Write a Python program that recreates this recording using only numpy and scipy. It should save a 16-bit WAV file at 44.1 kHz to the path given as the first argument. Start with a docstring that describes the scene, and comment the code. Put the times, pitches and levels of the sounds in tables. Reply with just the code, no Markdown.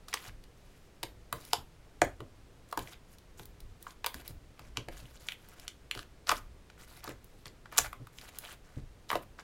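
"""Pops of wet slime, poked and pulled by fingers in a plastic tub on a table, close by in a small room.
Each pop is a film of slime tearing over an air pocket, which rings and falls in pitch as it empties.
Between the pops the slime crackles as it peels off skin and plastic: many tiny bubbles ring briefly.
Thin threads snap as short bursts of bright noise, and the tub bumps on the table as low, dying noise.
Under it all lie the table's low rumble and still air, both made of coloured noise."""
import sys
import numpy as np
from scipy import signal
from scipy.fft import rfft, irfft, next_fast_len
from scipy.io import wavfile

SR = 44100
rng = np.random.default_rng(int(sys.argv[2]) if len(sys.argv) > 2 else 0)


def pcm_store(signal):
    """Save signal as 16-bit PCM."""
    levels = np.round(np.clip(np.atleast_2d(signal), -1, 1) * 32767)
    wavfile.write(sys.argv[1], SR, levels.astype(np.int16).T)


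N = 415863
TIME = np.arange(N) / SR
POP_S = .006   # levels of pops, films and threads are averages over this time
CUTOFF_HZ = 16000   # top of the sound

# The larger air pockets bursting, levels before tub and room are added:
# [t/s, pocket f/Hz, pocket level/dB, tear f/Hz, tear level/dB, spray level/dB]
POCKET_BURSTS = [(0.0833, 1290, -54, 3660, -50, -54), (0.1292, 2300, -36.5, 4100, -64, -64),
                 (0.1387, 1840, -35.5, 5000, -33.5, -44), (0.1412, 1220, -34, 4080, -34, -38.5),
                 (0.172, 2330, -44, 5000, -60, -69), (1.0307, 1030, -42, 3740, -37, -42),
                 (1.0344, 550, -40, 3470, -38, -47), (1.3266, 1140, -32, 3200, -40, -36),
                 (1.5324, 876, -25.5, 4500, -24.5, -33.5), (2.0176, 642, -17.5, 1670, -32.5, -54),
                 (2.0173, 1570, -24, 6500, -30, -50), (2.204, 1120, -46, 2670, -53.5, -63),
                 (2.713, 4570, -60, 7600, -63, -63), (2.7261, 1134, -33.5, 2780, -47, -49),
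                 (2.774, 965, -30, 6240, -42.5, -43), (2.791, 720, -51, 3140, -43.5, -45),
                 (2.8731, 2350, -48, 4830, -68, -72), (3.395, 860, -50, 2970, -51, -56),
                 (3.8666, 1120, -41, 2290, -64, -75), (4.044, 1020, -35, 2550, -35.5, -48),
                 (4.0621, 1090, -37.5, 4100, -35, -33.5), (4.0662, 1070, -34.5, 3600, -34.5, -42),
                 (4.1428, 1810, -44.5, 3760, -46, -46), (4.593, 1330, -50, 3350, -55.5, -60),
                 (4.7715, 1180, -38, 3100, -32, -50), (4.8853, 605, -40, 2230, -45, -56),
                 (5.286, 2660, -32.5, 3160, -44, -51), (5.3204, 2950, -39.5, 5200, -58, -56),
                 (5.6796, 3430, -38, 6900, -43.5, -50), (5.9119, 2780, -32.5, 3900, -40, -46.5),
                 (5.95, 1420, -48, 3100, -45, -57), (5.9748, 1370, -45, 3500, -50.5, -62),
                 (5.9915, 1380, -44, 3400, -45, -64), (6.292, 1370, -32, 5000, -27, -59),
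                 (6.294, 1190, -23.5, 3120, -31.5, -43), (6.3063, 1270, -34.5, 3440, -40, -54),
                 (6.315, 1114, -28, 2420, -33.5, -40), (6.3183, 1100, -26.5, 3680, -40, -43),
                 (6.323, 648, -33.5, 2430, -47, -48), (6.7, 1520, -56, 3280, -58, -83),
                 (7.075, 1286, -42, 2490, -68, -59), (7.092, 513, -49, 3080, -51.5, -52),
                 (7.4567, 1110, -52.5, 4000, -46.5, -66), (7.657, 1290, -48.5, 2530, -57.5, -83),
                 (7.7248, 1260, -45.5, 2300, -60, -56), (7.78, 1250, -43, 6950, -21.5, -27),
                 (7.7829, 1280, -28.5, 6000, -24.5, -36), (7.7865, 1290, -26, 6400, -21.5, -28),
                 (7.845, 1440, -42, 3120, -63, -63), (7.9291, 1240, -40.5, 2330, -48, -54.5),
                 (8.07, 1270, -51.5, 3420, -60.5, -61), (8.1852, 3000, -46.5, 6000, -57.5, -74),
                 (9.1023, 1060, -33.5, 2280, -32.5, -53.5), (9.114, 1106, -30, 2210, -44, -44),
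                 (9.1291, 1038, -28.5, 2210, -55, -48), (9.1543, 632, -26.5, 2910, -39, -46.5)]
# The tub pushed against the table: [t/s, boom of the tub level/dB, shaking of the table level/dB]
TUB_BUMPS = [(0.278, -55, -56), (1.036, -49, -58), (1.327, -44.5, -57), (1.581, -47.5, -62),
             (2.019, -37.5, -44), (2.2, -44, -63), (2.773, -42.5, -57), (3.394, -54, -55),
             (3.62, -61.5, -50.5), (4.147, -50, -57), (4.288, -49.5, -46), (4.6, -57.5, -52),
             (4.771, -42.5, -62), (4.88, -49.5, -51), (5.02, -51, -71), (5.952, -48, -59), (6.3, -55, -52),
             (6.439, -74, -54), (7.075, -45, -63), (7.458, -55, -66), (7.787, -49.5, -48),
             (7.998, -45.5, -61), (8.766, -40, -48.5), (9.129, -45, -55)]
# Slime peeling as a finger pulls: [start t/s, end t/s, base level/dB, wetness/dB]
FINGER_PULLS = [(0.075, 0.158, -54.5, 1.5), (0.162, 0.297, -51, 0.5), (0.553, 0.89, -73, -1),
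                (1.05, 1.046, -45, -6), (1.349, 1.557, -58.5, -3), (2.677, 2.735, -64.5, -2),
                (2.78, 2.946, -57, -0.5), (3.079, 3.16, -67, -6), (3.368, 3.444, -60, -5),
                (3.797, 3.935, -62.5, -1.5), (4.124, 4.224, -56, -1.5), (4.241, 4.32, -55.5, -1.5),
                (4.578, 4.696, -65, 3.5), (4.755, 4.778, -57, 8), (4.906, 5.016, -57, 0),
                (4.98, 5.178, -62.5, -0.5), (5.194, 5.346, -57.5, -1.5), (5.375, 5.555, -64, 0.5),
                (5.554, 5.669, -60.5, 2.5), (5.932, 6.041, -56.5, -1.5), (6.264, 6.317, -40, 2.5),
                (6.3, 6.394, -50.5, -3), (6.775, 6.859, -59, -0.5), (6.868, 7.011, -59, -2),
                (7.024, 7.129, -53.5, 7), (7.209, 7.44, -74, -4), (7.45, 7.483, -53.5, 0),
                (7.71, 7.816, -52, 5), (7.832, 7.875, -47, 4), (8.12, 8.21, -65, -5),
                (8.205, 8.303, -54, 0), (8.314, 8.389, -58, 2), (8.399, 8.555, -52, 0.5),
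                (8.635, 8.81, -66.5, 4.5), (9.084, 9.183, -49.5, 0.5), (9.218, 9.24, -58.5, -8.5),
                (9.377, 9.42, -56.5, 8.5)]


def from_db(db):
    """Turn decibels into a gain."""
    return 10 ** (np.asarray(db) / 20)


def rms_one(x):
    """Scale a sound to an average (rms) level of 1."""
    return x / np.sqrt(np.mean(x ** 2) + 1e-20)


def at_level(x, db, seconds):
    """Give a burst the energy of a steady sound of that level and length."""
    return x * from_db(db) * np.sqrt(seconds * SR / (np.sum(x ** 2) + 1e-20))


def at_hz(points, hz):
    """Read each column of a spectrum at these frequencies, along a logarithmic pitch scale."""
    known_hz, *columns = np.transpose(points)
    return [np.interp(np.log(hz + 1e-3), np.log(known_hz), column) for column in columns]


def butter(x, hz, kind, order=2):
    """Keep the lows, the highs or a band of a sound with a smooth (Butterworth) filter."""
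    return signal.sosfilt(signal.butter(order, hz, kind, fs=SR, output="sos"), x)


def noise(spectrum, size=N):
    """Make noise of a given colour, rms 1, by shaping the spectrum of white noise."""
    padded = next_fast_len(size)
    level_db, = at_hz(spectrum, np.fft.rfftfreq(padded, 1 / SR))
    white = rfft(rng.standard_normal(padded))
    return rms_one(irfft(white * from_db(level_db), padded)[:size])


def wander(per_s):
    """Draw a slow random curve around 0 by joining random points, this many a second."""
    return np.interp(TIME * per_s, np.arange(2000), rng.standard_normal(2000))


def add(out, s, sound):
    """Mix a sound in at time s, cut off at the end of the scene."""
    start = round(s * SR)
    out[start:start + len(sound)] += sound[:N - start]


def still_air(level_db=-58.5):
    """Still air is steady soft noise, strongest in the lows."""
    # Colour of the air: [f/Hz, level per Hz/dB]
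    air_colour = [(20, 1), (50, -3), (120, -4), (220, -10), (450, -11.5), (800, -19), (2000, -23.5),
                  (5000, -29.5), (9000, -34), (16000, -42.5)]
    return from_db(level_db) * noise(air_colour)


def room(x, first_s=0.00032, build_s=0.00088, count=12):
    """Walls answer with a few near reflections and a short blurred tail, dying at its own rate in each band."""
    # The room's ring: [f/Hz, time to fall by 60 dB/s, level/dB]
    room_ring = [(149, 0.46, -9.5), (400, 0.15, -1.5), (1013, 0.22, -9), (2430, 0.22, -6.5),
                 (6060, 0.14, -10), (15000, 0.28, -10.5)]
    # Reflections off table and hand: [delay t/s, gain]
    near_echoes = [(.0007, 0.03), (.0027, 0.031), (.0068, 0.086), (0.0098, 0.03)]
    t = TIME[:SR // 2]
    response = np.zeros(len(t))
    onset = 1 - np.exp(-np.maximum(t - first_s, 0) / build_s)
    edges_hz = np.geomspace(80, CUTOFF_HZ, count + 1)
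    for low, high in zip(edges_hz, edges_hz[1:]):
        t60, level_db = at_hz(room_ring, np.sqrt(low * high))
        decay = np.exp(-np.log(1000) * t / t60)
        tail = butter(rng.standard_normal(len(t)) * onset * decay, [low, high], "band")
        # a wider band gets more energy
        response += tail * from_db(level_db) * np.sqrt(2 * (high - low) / SR / np.sum(tail ** 2))
    for delay_s, gain in near_echoes:
        response[round(delay_s * SR)] += gain
    return x + signal.fftconvolve(x, response)[:N]


def rumble(rest_db=-60.5, shake_s=0.039, table_hz=130):
    """The table trembles under resting hands; after each bump its shaking swells for shake_s and dies away."""
    # Colour of the shaking table: [f/Hz, level per Hz/dB]
    table_colour = [(15, -13.5), (28, 5.5), (40, -9), (55, 1), (75, -12), (110, -8), (170, -27.5),
                    (400, -64)]
    strength = np.full(N, from_db(rest_db))
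    age = TIME[:SR] / shake_s
    for s, _, shake_db in TUB_BUMPS:
        add(strength, s, from_db(shake_db) * age * np.exp(1 - age))
    return strength * butter(noise(table_colour), table_hz, "low")


def bumps(rise_s=0.0014, decay_s=0.036, with_pop_s=.02, jolt_hz=362, push_hz=149):
    """Soft pushes make the tub boom as low noise; the jolt of a pop reaches higher."""
    # Colour of the booming tub: [f/Hz, level per Hz/dB]
    tub_colour = [(30, -19.5), (70, -7.5), (115, 1), (150, -4), (200, -13), (260, -4), (350, -5.5),
                  (600, -3), (1200, -27)]
    out, t = np.zeros(N), TIME[:16384]
    push = (1 - np.exp(-t / rise_s)) * np.exp(-t / decay_s)
    for s, boom_db, _ in TUB_BUMPS:
        near_pop = any(abs(s - burst[0]) < with_pop_s for burst in POCKET_BURSTS)
        top_hz = jolt_hz if near_pop else push_hz
        boom = butter(noise(tub_colour, size=len(t)) * push, top_hz, "low")
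        add(out, s, at_level(boom, boom_db, decay_s))
    return out


def tub(x, ring_db=-6.0, width_hz=36):
    """The plastic tub rings briefly at its own pitches with whatever happens in the slime."""
    # The walls and hollow of the tub: [f/Hz, level relative to ring_db/dB]
    tub_pitches = [(360, -3), (716, -5.5), (898, 1), (1033, -14.5), (1137, 2), (1626, -6.5), (4501, -5.5),
                   (6325, -8.5), (7098, 8)]
    out, r = x.copy(), np.exp(-np.pi * width_hz / SR)
    for hz, db in tub_pitches:
        poles = [1, -2 * r * np.cos(2 * np.pi * hz / SR), r * r]
        # the tiny offset keeps the filter quick in silence
        ring = (1 - r * r) / 2 * signal.lfilter([1, 0, -1], poles, x + 1e-18)
        out += from_db(db + ring_db) * ring
    return out


def grains(spectrum, per_s, uneven_db, cycles, clump_db=0.5, clumps_per_s=45, count=20):
    """Tiny bubbles break in clumps, each ringing for a few cycles at one of count pitches; rms 1."""
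    out = np.zeros(N)
    for hz in np.geomspace(spectrum[0][0], spectrum[-1][0], count):
        # a bubble may break at every 8th sample
        chance, size, sign = rng.random((3, N // 8))
        breaks = 1e-12 + (chance < per_s * 8 / count / SR)   # never quite silent
        sizes = from_db(uneven_db * np.minimum(-np.log(size + 1e-9), 4)) * np.sign(sign - .5)
        clicks = np.zeros(N)
        clicks[:8 * len(sizes):8] = sizes * breaks
        # each ring falls by 60 dB in the given number of cycles
        r, w = np.exp(-np.log(1000) * hz / (cycles * SR)), 2 * np.pi * hz / SR
        rings = signal.lfilter([1, 0, -1], [1, -2 * r * np.cos(w), r * r], clicks)
        level_db = at_hz(spectrum, hz)[0] + clump_db * wander(clumps_per_s)
        out += rms_one(rings) * np.sqrt(hz) * from_db(level_db)   # higher pitches stand for wider bands
    return rms_one(out)


def peeling(swell_db=3.0, edge_s=0.013, catches_per_s=70, catch_db=2.5, gap_span=1.3, gap_db=-2.5):
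    """A pull grows louder until the slime lets go; it catches on the way, and the gap under the finger colours it."""
    # Colours of bubbles, sticky crackle and fine fizz: [f/Hz, level per Hz/dB]
    bubble_colour = [(620, -2), (900, -10), (1300, -2), (2000, -8)]
    crackle_colour = [(2100, -3), (3200, -7.5), (5000, -7.5), (7800, -5)]
    fizz_colour = [(8000, -8), (11000, 0.5), (15500, -9.5)]
    wet_db, fizz_db = -1.5, -4.5   # bubbles and fizz against the crackle, at wetness 0
    gap_base_hz, gap_octave_db = 3060, 5   # resonance at wetness 0; wetness that lowers it by an octave
    out = np.zeros(N)
    bubbles = grains(bubble_colour, per_s=1300, uneven_db=3.5, cycles=9.0, clump_db=3.0, count=10)
    bubbles = butter(bubbles, 2800, "low")
    crackle = grains(crackle_colour, per_s=1900, uneven_db=2.5, cycles=9.8, clump_db=4.0, count=12)
    crackle = butter(crackle, 9500, "low")
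    fizz = butter(grains(fizz_colour, per_s=2000, uneven_db=3.5, cycles=17.0, count=8), 6000, "high")
    for start, end, db, wetness_db in FINGER_PULLS:
        # a pull lasts at least 10 ms
        span = slice(round(start * SR), round(max(end, start + .01) * SR))
        t = TIME[span] - TIME[span][0]
        fade = np.clip(np.minimum(t, t[-1] - t) / edge_s, 0, 1)
        stroke = from_db(db + swell_db * (t / t[-1] - 2.0)) * fade
        gap_hz = gap_base_hz * 2 ** (-wetness_db / gap_octave_db)
        in_gap = butter(crackle[span], [gap_hz / gap_span, gap_hz * gap_span], "band", order=1)
        sticky = rms_one(crackle[span] + from_db(gap_db) * in_gap)
        # wetter slime bubbles more and fizzes less
        wet = from_db(wet_db + wetness_db) * rms_one(bubbles[span])
        fine = from_db(fizz_db - wetness_db) * rms_one(fizz[span])
        add(out, start, stroke * (wet + sticky + fine))
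    return out * from_db(catch_db * wander(catches_per_s))


def rip(t, length_s, linger=1.9, even=0.19):
    """A film gives way in a quick run of tiny snaps, with a partly evened-out spectrum."""
    snaps = rng.standard_normal(len(t)) * np.exp(-(t / (2 * linger * length_s)) ** 2)
    spectrum = rfft(snaps)
    evened = irfft(spectrum / (np.abs(spectrum) + 1e-9) ** even, len(t))
    # evening smears the sound around its start: shift it by 8 samples and drop the second half
    return np.roll(evened, 8) * (t < t[-1] / 2)


def film(t, rip_hz, rip_db, fine_db, tear_span=1.324, tear_top_hz=8500,
         spray_hz=11500, thin_db=50.5, spray_span=1.37):
    """A film rips, the faster the louder the burst, and throws a fine spray."""
    tear_s, tear_halves_db = 0.0006, 28.5   # tearing time at -40 dB; this much louder takes half the time
    rip_s = tear_s * 2 ** (-(max(rip_db, fine_db) + 40) / tear_halves_db)
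    tear = butter(rip(t, rip_s), [rip_hz / tear_span, rip_hz * tear_span], "band", order=1)
    tear = butter(tear, [450, min(tear_top_hz, 2.34 * rip_hz)], "band")
    # a thin film gives more spray than tear, and a higher one
    fine_hz = np.clip(spray_hz * 2 ** ((fine_db - rip_db) / thin_db), 9000, 14000)
    spray = butter(rip(t, rip_s), [fine_hz / spray_span, fine_hz * spray_span], "band")
    return at_level(tear, rip_db, POP_S) + at_level(spray, fine_db, POP_S)


def threads(thread_hz=4170):
    """A stretched thread snaps with a bright tick and no ring, as no air lies behind it."""
    # Threads of slime snapping: [t/s, tear level/dB, spray level/dB]
    thread_snaps = [(0.438, -59, -66), (1.45, -55, -52), (2.046, -59, -52), (3.184, -59.5, -61),
                    (3.455, -59, -51), (3.6033, -57, -57), (3.8261, -60, -48), (3.906, -55, -72),
                    (4.278, -47.5, -42), (5.4867, -67, -54), (5.597, -53, -56), (7.041, -49, -47.5),
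                    (7.243, -71, -55), (7.7741, -37, -35), (8.3862, -47.5, -37)]
    out, t = np.zeros(N), TIME[:2048]
    for s, rip_db, fine_db in thread_snaps:
        add(out, s, film(t, thread_hz, rip_db, fine_db))
    return out


def pocket(t, hz, closed_db=0.0, fall=0.61, settle=1.83, slosh_db=-3.0, slosh_low=0.44, slosh_high=1.585):
    """An air pocket rings for a few cycles and sinks in pitch; its wet walls make the ring ragged."""
    base_ring_s, size_power = .0011, 0.88   # for pockets up to 1 kHz; smaller, higher ones die sooner
    ring_doubles_db = 16.0   # a pocket this much louder than its tear stays nearly closed, rings twice as long
    closed = 2 ** np.clip(closed_db / ring_doubles_db, -1, 1)
    ring_s = base_ring_s * closed / max(hz / 1000, 1) ** size_power
    age = t / ring_s
    pitch_hz = hz * np.exp(fall * (np.exp(-age / settle) - .42))
    swell = age * np.exp(-age)
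    tone = swell * np.sin(2 * np.pi * np.cumsum(pitch_hz) / SR)
    slosh = butter(swell * rng.standard_normal(len(t)), [hz * slosh_low, hz * slosh_high], "band")
    return rms_one(tone) + from_db(slosh_db) * rms_one(slosh)


def small_pops(spread_octaves=0.65, count=12):
    """Pulls open up to count small pockets each at random moments, louder in a harder pull."""
    per_s, usual_hz = 20, 2600
    above_pull_db, spread_db = -0.5, 2
    out, t = np.zeros(N), TIME[:1024]
    for start, end, db, _ in FINGER_PULLS:
        times = start + np.cumsum(rng.exponential(1, count)) / per_s
        draws = rng.standard_normal((count, 2)).clip(-2, 2)
        for s, (size, pitch) in zip(times, draws):
            if s < end:
                ring = pocket(t, usual_hz * 2 ** (spread_octaves * pitch))
                add(out, s, at_level(ring, db + above_pull_db + spread_db * size, POP_S))
    return out


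def straining(strain_db=-17.0, lead_s=.0025, strain_span=2.6):
    """Just before it gives way, each film creaks faintly, as a softer and broader run of snaps."""
    out, t = np.zeros(N), TIME[:1024]
    for s, _, _, rip_hz, rip_db, _ in POCKET_BURSTS:
        creak = butter(rip(t, lead_s), [rip_hz / strain_span, rip_hz * strain_span], "band")
        add(out, s - lead_s, at_level(creak, rip_db + strain_db, POP_S))
    return out


def pops():
    """In each burst the film rips and the pocket of air behind it rings."""
    out, t = np.zeros(N), TIME[:2048]
    for s, hz, db, rip_hz, rip_db, fine_db in POCKET_BURSTS:
        add(out, s, at_level(pocket(t, hz, closed_db=db - rip_db), db, POP_S))
        add(out, s, film(t, rip_hz, rip_db, fine_db))
    return out


def scene():
    """Slime and tub sound in the room, over the bumps, the table's rumble and still air."""
    slime = peeling() + threads() + small_pops() + straining() + pops()
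    mix = still_air() + rumble() + bumps() + room(tub(slime))
    return mix[None]   # one channel


def record(dry):
    """Cut the top steeply above CUTOFF_HZ."""
    return signal.sosfilt(signal.ellip(10, .2, 80, CUTOFF_HZ, fs=SR, output="sos"), dry)


dry = scene()
out = record(dry)
pcm_store(out)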